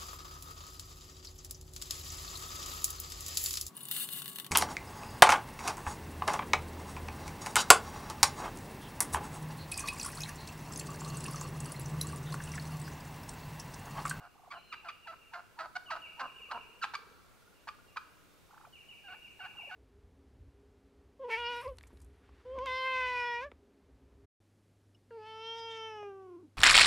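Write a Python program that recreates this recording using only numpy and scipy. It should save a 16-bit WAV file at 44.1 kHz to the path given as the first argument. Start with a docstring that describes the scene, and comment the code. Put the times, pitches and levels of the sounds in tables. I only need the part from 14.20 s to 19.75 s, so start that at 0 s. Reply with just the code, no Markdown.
"""Edge of an open field at dusk: a hen turkey yelps, clucks and purrs close by, her calls built from
beating lines coloured by a ringing throat, her purr from scooped near-sines. A songbird repeats a phrase
of gliding tones; wavering tones make a thin whistle and a soft hoot, pulsed ones a throbbing frog and a
low far purr. Sparse decaying echoes from the tree line answer every call, over a hiss of shaped noise."""
import sys
import numpy as np
from scipy import signal
from scipy.io import wavfile
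from scipy.ndimage import uniform_filter1d

SR = 44100
rng = np.random.default_rng(int(sys.argv[2]) if len(sys.argv) > 2 else 0)


def pcm_store(signal):
    """Save signal as 16-bit PCM."""
    levels = np.round(np.clip(np.atleast_2d(signal), -1, 1) * 32767)
    wavfile.write(sys.argv[1], SR, levels.astype(np.int16).T)


def to_linear_factor(level_db):
    """Convert decibel levels (scalar or array-like) to linear amplitude factors."""
    exponent = np.asarray(level_db, float) / 20
    return 10 ** exponent


N = 244755

# All source levels are ahead of panning, echo and the balance in scene().
# hiss colour: pitch_hz, relative level_db
AIR_COLOUR = [(15, -30), (25, 1.5), (173, 1), (240, -2.5), (445, -4), (762, -10), (1410, -12.5),
              (2360, -13.5), (3530, -16.5), (15500, -24.5)]
# left-right likeness of the hiss: pitch_hz, likeness (-1 to 1)
AIR_LIKENESS = [(60, -0.037), (130, -0.5), (220, -0.37), (450, 0.58), (1500, 0.27), (5000, 0.45),
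                (15000, 0.54)]
# stereo lean of the hiss: pitch_hz, left over right level_db
AIR_LEAN = [(100, 3.5), (950, -3.5), (15000, 0.7)]
# slow swell of the hiss: time_s, relative level_db
AIR_SWELL = [(0, -0.5), (1.2, 1), (1.6, 2.4), (5.55, 2.1)]
# yelps: break_s (when the voice breaks), head_s, tail_s, head level_db, lead-in pitch_hz, body pitch_hz,
# hoarseness of the head (0 to 1), brightness_db
YELPS = [(-.03, 0.024, 0.081, -50, 950, 728, 0.55, 0.5), (.644, 0.034, 0.0026, -49, 913, 680, 0.4, -1.5),
         (.868, .043, 0.034, -45.5, 984, 661, 0.02, 1.5),
         (1.132, 0.029, 0.043, -43, 967.5, 694.3, 0.43, 1.5),
         (1.386, 0.034, 0.045, -39, 988, 650.5, 0.38, 0.5),
         (1.701, 0.035, .04, -36.5, 1255, 652.3, 0.16, 0.5),
         (1.992, 0.0266, 0.0455, -37.5, 995, 522.8, .45, 0),
         (2.305, 0.022, 0.051, -37.5, 1251, 483.3, 0.56, -1)]
# throat and open beak as they colour the overtones: pitch_hz, level_db
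THROAT = [(260, -20.5), (430, -28), (620, -10), (950, -3), (1300, 2), (1600, 0.5), (1950, -9), (2500, -9.5),
          (3700, -22), (4550, -20.5), (5300, -30), (9500, -41.5)]
# how much each line follows brightness: pitch_hz, share
BEAK_OPENING = [(950, 0.018), (2600, 2.08), (4300, 1.32)]
# the lines above 3700 Hz grow and fade in strength through the scene: time_s, level_db
TOP_LINE_GAIN = [(.9, 3.5), (1.3, 5.7), (3, 9), (4.8, -1)]
# echo decay of the tree line: pitch_hz, t60_s
TREE_DECAY = [(600, 1.44), (1400, 1.92), (2800, 1.1), (4500, 1.7), (8000, 0.4)]
# songbird phrase, two falling slurs: start_s in the phrase, length_s, from_hz, toward_hz, relative level_db
PHRASE = [(.003, .068, 2958, 2257, 1), (.064, .062, 2926, 2281, -3)]
# when the phrase is sung: start_s, level_db, ratio by which its first slur starts higher
SONG = [(0, -61.5, 1.01), (.335, -53, 1.1), (0.494, -50.5, 1.024), (0.656, -54.5, 1.05),
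        (0.818, -55.5, 0.99), (0.989, -58.5, 1), (1.159, -69, 1), (1.652, -49.5, 1.05), (1.811, -46, 1.02),
        (1.979, -46, 0.97), (2.149, -46, 1.01), (2.322, -45.5, 1.01), (2.49, -70, 1.1), (3.339, -66.5, 1),
        (3.499, -69.5, 1), (3.664, -65, 0.96), (3.829, -66, 1), (4.52, -52, 1.05), (4.677, -48, 1.04),
        (4.843, -46.5, 0.98), (5.018, -46.5, 0.99), (5.189, -46.5, 0.96), (5.36, -44.5, 0.98),
        (5.515, -60, 1)]
# a slur lingers high, slips through the middle, rests low: share of length, share of fall, relative level_db
SLUR = [(0, 0, -6.5), (.25, .17, 0), (0.519, .3, -2), (.68, 0.695, -6.5), (.8, 0.91, -6), (1, 0.96, -14)]
# purr notes: lowest_s (time of the lowest pitch), level_db, lowest pitch_hz, scoop_octaves, closing rise_db
PURRS = [(.16, -60, 726, 0.88, -7), (.2, -57, 697, 0.95, -16), (.24, -56.5, 690, 0.91, -3),
         (.28, -53, 677, 0.88, -10), (4.302, -65, 726, 0.99, 13), (4.336, -56.5, 769, 1.05, 3),
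         (4.371, -58.5, 790, 1.05, 10.5), (4.405, -60, 762, 0.99, 10), (4.443, -56.5, 795, 0.89, 10),
         (4.476, -56, 619, 1.2, -30), (5.358, -59, 767, 0.84, -1.5), (5.4, -53, 754, 1.05, -17),
         (5.438, -55.5, 662, 0.67, -4), (5.48, -55.5, 518, 0.85, -7)]
# shape of a purr note: time_s from the lowest pitch, share of the scoop, relative level_db
SCOOP = [(-.024, 1, -5), (-.012, 0.7, -10), (0, 0, 0), (.005, 0.31, -2.5), (.011, 1, -1.5),
         (.014, 1.15, -18)]
# whistled clucks: start_s, note_s, rasp_s, note level_db, rasp level_db, from_hz, note pitch_hz,
# rasp pitch_hz, brightness_db
WHISTLED_CLUCKS = [(.302, 0.019, 0.065, -42.5, -49.5, 1076, 1155, 704, 3.5),
                   (.516, 0.015, 0.015, -39, -45, 1410, 1214, 914, 7),
                   (.675, 0.0191, 0.012, -38.5, -47, 1390, 1170, 1307, 6),
                   (1.551, .019, 0.006, -33.5, -48, 725, 728, 780, -1),
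                   (2.613, .023, 0.016, -32, -35.5, 1684, 1334, 829, 4)]
# thin whistles and one soft hoot: start_s, end_s, from_hz, to_hz, level_db
WHISTLES = [(0.358, 0.416, 4080, 4050, -68), (0.426, .535, 4150, 4110, -69),
            (0.548, 0.624, 3960, 4055, -72), (4.057, 4.476, 3596, 3800, -82.5),
            (4.447, 4.464, 2510, 2310, -66.5), (3.803, 4.274, 294, 293.2, -77)]
# throbbing faint voices: start_s, end_s, pitch_hz, wander_hz (rms), throbs per second, crest level_db
THROBS = [(2.071, 2.999, 442.4, 30.3, 24, -63), (2.898, 3.719, 1417, 20.86, 19, -67)]
# sharp clucks: start_s, snap_s (time to the snap), level_db, rasp pitch_hz, snap pitch_hz, brightness_db
SHARP_CLUCKS = [(2.736, .018, -33, 821, 1160, 3), (3.472, .019, -38, 813, 1223, -0.5),
                (3.76, 0.01617, -34, 942, 1263, -1)]
# soft yelps: start_s of the body, lead_s, body_s, level_db, lead-in pitch_hz, body pitch_hz
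SOFT_YELPS = [(4.885, 0.047, 0.056, -49.5, 823, 718), (5.206, 0.016, 0.059, -47, 928, 731),
              (5.514, 0.023, 0.065, -43.5, 925, 725)]


def evened(x):
    """Scales to rms 1."""
    return x / np.sqrt(np.mean(x ** 2) + 1e-20)


def read(points, hz):
    """Straight lines on a log-frequency axis."""
    f, value = np.transpose(points)
    return np.interp(np.log(hz + 1), np.log(f + 1), value)


def add(mix, s, sound):
    """Lays a sound into the mix at second s."""
    part = mix[round(s * SR):][:len(sound)]
    part += sound[:len(part)]


def played(rows):
    """Start time, then every other column of a table smoothly drawn at sample rate."""
    s, *columns = np.transpose(rows)
    t = np.arange(s[0], s[-1], 1 / SR)
    return s[0], [uniform_filter1d(np.interp(t, s, c), size=40) for c in columns]


def wobble(count, size):
    """Smooth random drift of rms 1; size is its smoothing in samples."""
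    noise = rng.standard_normal(count)
    return evened(uniform_filter1d(uniform_filter1d(noise, size), size))


def tone(hz, db, second_db=-40):
    """A near sine with a weak octave."""
    turns = 2 * np.pi * np.cumsum(hz) / SR
    wave = np.sin(turns) + to_linear_factor(second_db) * np.sin(2 * turns)
    return np.sqrt(2) * to_linear_factor(db) * wave * signal.windows.tukey(len(hz), .25)


def air():
    """Random short-time spectra make far rustle and microphone hiss, slightly patchy in time and pitch."""
    frames, hz = N // 256 + 5, np.fft.rfftfreq(1024, 1 / SR)
    a, b, c, d, patches = rng.standard_normal((frames, 513, 5)).T
    patches = evened(uniform_filter1d(uniform_filter1d(patches, size=12, axis=0), size=14, axis=1))
    swell_db = np.interp(np.arange(frames) * 256 / SR, *np.transpose(AIR_SWELL))
    same = np.clip(read(AIR_LIKENESS, hz), -1, 1)[:, None]
    left = a + 1j * b
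    right = same * left + np.sqrt(1 - same ** 2) * (c + 1j * d)
    spectra = np.array([left, right])
    spectra *= to_linear_factor(read(AIR_COLOUR, hz)[:, None] + 0.7 * patches + swell_db)
    spectra *= to_linear_factor(np.array([.5, -.5])[:, None] * read(AIR_LEAN, hz))[..., None]
    hiss = signal.istft(spectra, nperseg=1024, noverlap=768)[1][:, :N]
    return to_linear_factor(-63.5) * evened(hiss)


# Each course returns rows of time_s, effort_db, pitch_hz, hoarseness, strong-weak beat, brightness_db.
def yelp_course(s, head_s, tail_s, db, lead_hz, hz, hoarse, bright_db):
    """A clear whistle swells and climbs to the break; level jumps, pitch drops, then a weaker hoarse tail."""
    lead_s, lead_hoarse, lead_bright_db = .022, 0.12, -13
    jump_s, drop_s_per_octave = .005, .014
    break_bright_db, head_bright_db = -1.5, -8  # the beak is widest at the break and narrows
    low = max(np.log2(630 / hz), 0)  # octaves the body lies under 630 Hz: duller, more uneven beat
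    tail_db = db - 5
    tail = (hz, 0.72 - 0.15 * low, 0.38 + 0.54 * low, -9 - 28 * low)
    head_end, end = s + head_s, s + head_s + tail_s
    landed = s + min(drop_s_per_octave * np.log2(lead_hz / hz) + jump_s, head_s)
    jump_hz = hz + (lead_hz - hz) * (1 - jump_s / (landed - s))
    rows = [(s - lead_s, db - 30, lead_hz * .82, lead_hoarse, 0, lead_bright_db),
            (s, db - 10.5, lead_hz, lead_hoarse, 0, lead_bright_db),
            (s + jump_s, db, jump_hz, hoarse, hoarse, break_bright_db),
            (landed, db, hz, hoarse, hoarse, break_bright_db),
            (head_end, db, hz, hoarse, hoarse, head_bright_db),
            (min(head_end + 0.0063, end), tail_db, *tail),
            (end, tail_db, *tail),
            (end + .004, db - 11, *tail)]
    return [(max(row[0], 0), *row[1:5], row[5] + bright_db) for row in rows]


def membranes(rows):
    """Membranes beat; hoarseness shakes rate and strength beat to beat and smears the upper lines most."""
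    s, (effort_db, hz, hoarse, beat, bright_db) = played(rows)
    hoarse = np.clip(hoarse, 0, 1)
    shaken_hz = hz * (1 + 0.14 * hoarse ** 2 * wobble(len(hz), size=40))
    half_turns = np.pi * np.cumsum(shaken_hz) / SR
    k = np.arange(1, 36)[:, None]  # odd numbers are the half lines of strong-weak beats
    line_hz = k * hz / 2
    gain = to_linear_factor(bright_db * read(BEAK_OPENING, line_hz)) * np.where(k % 2, np.clip(beat, 0, 1), 1)
    gain = gain * (line_hz < 11000)
    gain = gain * to_linear_factor(np.interp(s, *np.transpose(TOP_LINE_GAIN)) * (line_hz > 3700))
    smear_depth = hoarse * .5 + (hoarse + .12) * line_hz / 2000
    smear = smear_depth * [wobble(len(hz), size=70) for _ in k]
    phase = k * half_turns + 0.0306 * k ** 2 + smear  # the square term spreads each beat a little
    beats = -(gain * np.cos(phase)).sum(0)
    beats *= (1 + 0.59 * hoarse * wobble(len(hz), size=50)) / np.sqrt(1 + (0.68 * hoarse) ** 2)
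    # divide by what the throat lets pass, so that effort sets the level after it
    through = np.sqrt(((gain * to_linear_factor(read(THROAT, line_hz))) ** 2).sum(0) / 2)
    return s, to_linear_factor(effort_db) * beats / through * signal.windows.tukey(len(hz), .06)


def throat(x):
    """A causal minimum-phase filter: the throat's resonances ring on after each beat."""
    hz = abs(np.fft.fftfreq(4096, 1 / SR))
    log_gain = np.log(to_linear_factor(read(THROAT, hz)))
    ring = np.fft.ifft(np.exp(np.conj(signal.hilbert(log_gain)))).real[:1024]
    return signal.oaconvolve(x, ring)[:N]


def hen_calls():
    """Every yelp and cluck is a course of beating membranes, sent through the one throat."""
    calls = np.zeros(N)
    for table, course in ((YELPS, yelp_course), (SOFT_YELPS, soft_yelp_course),
                          (WHISTLED_CLUCKS, whistled_cluck_course), (SHARP_CLUCKS, sharp_cluck_course)):
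        for row in table:
            add(calls, *membranes(course(*row)))
    return throat(calls)


def trees(x, likeness, close):
    """Sparse echoes of random sign, one in every 20 samples, each band dying at its own speed."""
    taps = np.zeros((2, SR))
    at = np.arange(200, SR - 20, 20) + rng.integers(0, 20, (2, (SR - 201) // 20))
    np.put_along_axis(taps, at, rng.choice([-1., 1.], at.shape), 1)
    hz, t, spectra = signal.stft(taps, SR, nperseg=256)
    near = 1 + close * np.exp(-t / 0.04)  # ground and brush close by answer first and loudest
    decay = to_linear_factor(-60 * t / read(TREE_DECAY, hz)[:, None])
    left, other = signal.istft(spectra * near * decay, SR, nperseg=256)[1]
    likeness = np.clip(likeness, 0, 1)
    right = likeness * left + np.sqrt(1 - likeness ** 2) * other
    tail = np.array([left, right]) / np.linalg.norm(left)
    return signal.fftconvolve(x[None], tail, axes=1)[:, :N]


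def songbird():
    """One phrase of falling slurs again and again, never quite the same in pitch or stress."""
    out = np.zeros(N)
    share, fall, shape_db = np.transpose(SLUR)
    for s, db, higher in SONG:
        for (at, length, from_hz, toward_hz, slur_db), lift in zip(PHRASE, (higher, 1)):
            pitch_chance, stress_chance = rng.standard_normal(2)
            u = np.arange(0, 1, 1 / (length * SR))
            hz = from_hz + (toward_hz - from_hz) * np.interp(u, share, fall)
            hz = hz + from_hz * (lift - 1) * (1 - u) ** 4
            level_db = db + slur_db + 2.16 * stress_chance + np.interp(u, share, shape_db)
            add(out, s + at, tone(hz * (1 + 0.0049 * pitch_chance), level_db))
    return out


def purr():
    """The hen's purr: quick near-sine notes that scoop down and back up in pitch."""
    out = np.zeros(N)
    start, (share, shape_db) = played(SCOOP)
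    rising = np.clip((start + np.arange(len(share)) / SR) / 0.013, 0, 1)
    for s, db, hz, octaves, rise_db in PURRS:
        note = tone(hz * 2 ** (octaves * share), db + shape_db + rise_db * rising, second_db=-18)
        add(out, s + start, note)
    return out


def whistled_cluck_course(s, note_s, rasp_s, db, rasp_db, from_hz, hz, rasp_hz, bright_db):
    """The note swells as it slides onto its pitch, then cracks into a rasp; the longer the rasp, the duller."""
    swell_db, note_hoarse, rasp_hoarse, rasp_beat = -21.5, 0.28, 0.63, 0.62
    swell_s = .004 + 0.0155 * abs(np.log2(from_hz / hz))  # a wider slide swells more slowly
    crack, end = s + note_s, s + note_s + rasp_s
    dull = (rasp_hz, rasp_hoarse, rasp_beat, bright_db - 250 * rasp_s)
    return [(s, db + swell_db, from_hz, note_hoarse, 0, bright_db - 2),
            (s + swell_s, db + swell_db * 0.42, (from_hz + hz) / 2, note_hoarse, 0, bright_db),
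            (s + note_s * .7, db, hz, note_hoarse, 0, bright_db),
            (crack, db, hz, note_hoarse, 0, bright_db),
            (crack + .003, (db + rasp_db) / 2, rasp_hz, rasp_hoarse, rasp_beat, bright_db),
            (end - rasp_s / 2, rasp_db, *dull),
            (end, rasp_db, *dull),
            (end + .004, rasp_db - 26, *dull)]


def whistler():
    """Thin whistles and the hoot: gliding near-sines that waver a little in pitch and level."""
    out = np.zeros(N)
    for start, end, from_hz, to_hz, db in WHISTLES:
        hz = np.linspace(from_hz, to_hz, round((end - start) * SR))
        wavering_hz = hz * (1 + 0.0033 * wobble(len(hz), size=300))
        add(out, start, tone(wavering_hz, db + 1.5 * wobble(len(hz), size=500)))
    return out


def throbs():
    """Frog and far purr: slightly fuzzy tones that pulse on and off many times a second."""
    out = np.zeros(N)
    for start, end, hz, wander_hz, rate, db in THROBS:
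        t = np.arange(0, end - start, 1 / SR)
        uneven_rate = rate * (1 + 0.0048 * wobble(len(t), size=3000))
        pulse = np.maximum(np.sin(2 * np.pi * np.cumsum(uneven_rate) / SR), 0) ** 2
        fuzzy_hz = hz + wander_hz * wobble(len(t), size=400)
        add(out, start, pulse * tone(fuzzy_hz, db + 3 * wobble(len(t), size=2500)))
    return out


def sharp_cluck_course(s, snap_s, db, hz, snap_hz, bright_db):
    """A sudden rasp that sags in pitch, snaps up to a clearer note and quickly fades."""
    hit_s, hit_db, sag_db, hoarse, beat, snap_hoarse = 0.00332, -6.5, -4.5, 0.7, 0.66, 0.23
    snap = s + snap_s
    return [(s, db + hit_db, hz, hoarse, 0, bright_db - 8),
            (s + hit_s, db + hit_db, hz * 1.15, hoarse, beat, bright_db - 5.5),
            (s + snap_s / 2, db + sag_db, hz, hoarse, beat, bright_db),
            (s + snap_s * .8, db + sag_db / 2, hz * 1.1, hoarse, beat, bright_db + 4),
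            (snap, db, snap_hz, snap_hoarse, 0, bright_db),
            (snap + 0.0072, db - 7.5, snap_hz, snap_hoarse, 0, bright_db)]


def soft_yelp_course(s, lead_s, body_s, db, lead_hz, hz):
    """A clear yelp hooks down in; its middle humps in pitch, dips and beats unevenly; its end hooks up."""
    lead_db, dip_db, hoarse, beat, bright_db, hook_s = -12.5, -3.5, .22, 0.32, -2, 0.01082
    end = s + body_s
    return [(s - lead_s, db + lead_db, lead_hz, 0, 0, bright_db),
            (s - .005, db + lead_db / 2, (lead_hz + hz) / 2, 0, 0, bright_db),
            (s, db, hz, hoarse, 0, bright_db),
            (s + body_s / 2, db + dip_db, hz * 1.06, hoarse, beat, bright_db),
            (end - hook_s, db - dip_db, hz, hoarse, beat, bright_db),
            (end + hook_s, db + dip_db * 2, hz * 1.3, hoarse * 2, beat, bright_db)]


def placed(x, pan_db, left_lag):
    """A source off centre: pan_db louder on the left, which comes left_lag samples after the right."""
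    return np.array([np.roll(x, left_lag) * to_linear_factor(pan_db / 2), x * to_linear_factor(-pan_db / 2)])


def scene():
    """Near hen, a songbird whose echo is as strong as itself, fainter far voices, and the air."""
    near, song, far = hen_calls() + purr(), songbird(), whistler() + throbs()
    mix = placed(near, pan_db=-1.8, left_lag=-2) + to_linear_factor(-11) * trees(near, likeness=0.48, close=3.8)
    mix += to_linear_factor(-6.5) * placed(song, pan_db=-1.0, left_lag=-2)
    mix += to_linear_factor(-6.5) * trees(song, likeness=0.39, close=0.7)
    mix += placed(far, pan_db=.3, left_lag=0) + to_linear_factor(-12) * trees(far, likeness=.5, close=1.5)
    return mix + air()


def top_cut(x):
    """Nothing passes above the cut-off."""
    return signal.sosfilt(signal.butter(12, 16580, fs=SR, output="sos"), x)


def record(dry):
    """A steep linear-phase low-pass at 15750 Hz takes off the top of the treble."""
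    edge = signal.firwin(1023, 15750, window=("kaiser", 9), fs=SR)
    finished = signal.oaconvolve(dry, edge[None], "same")
    return top_cut(finished)


dry = scene()
out = record(dry)
pcm_store(out)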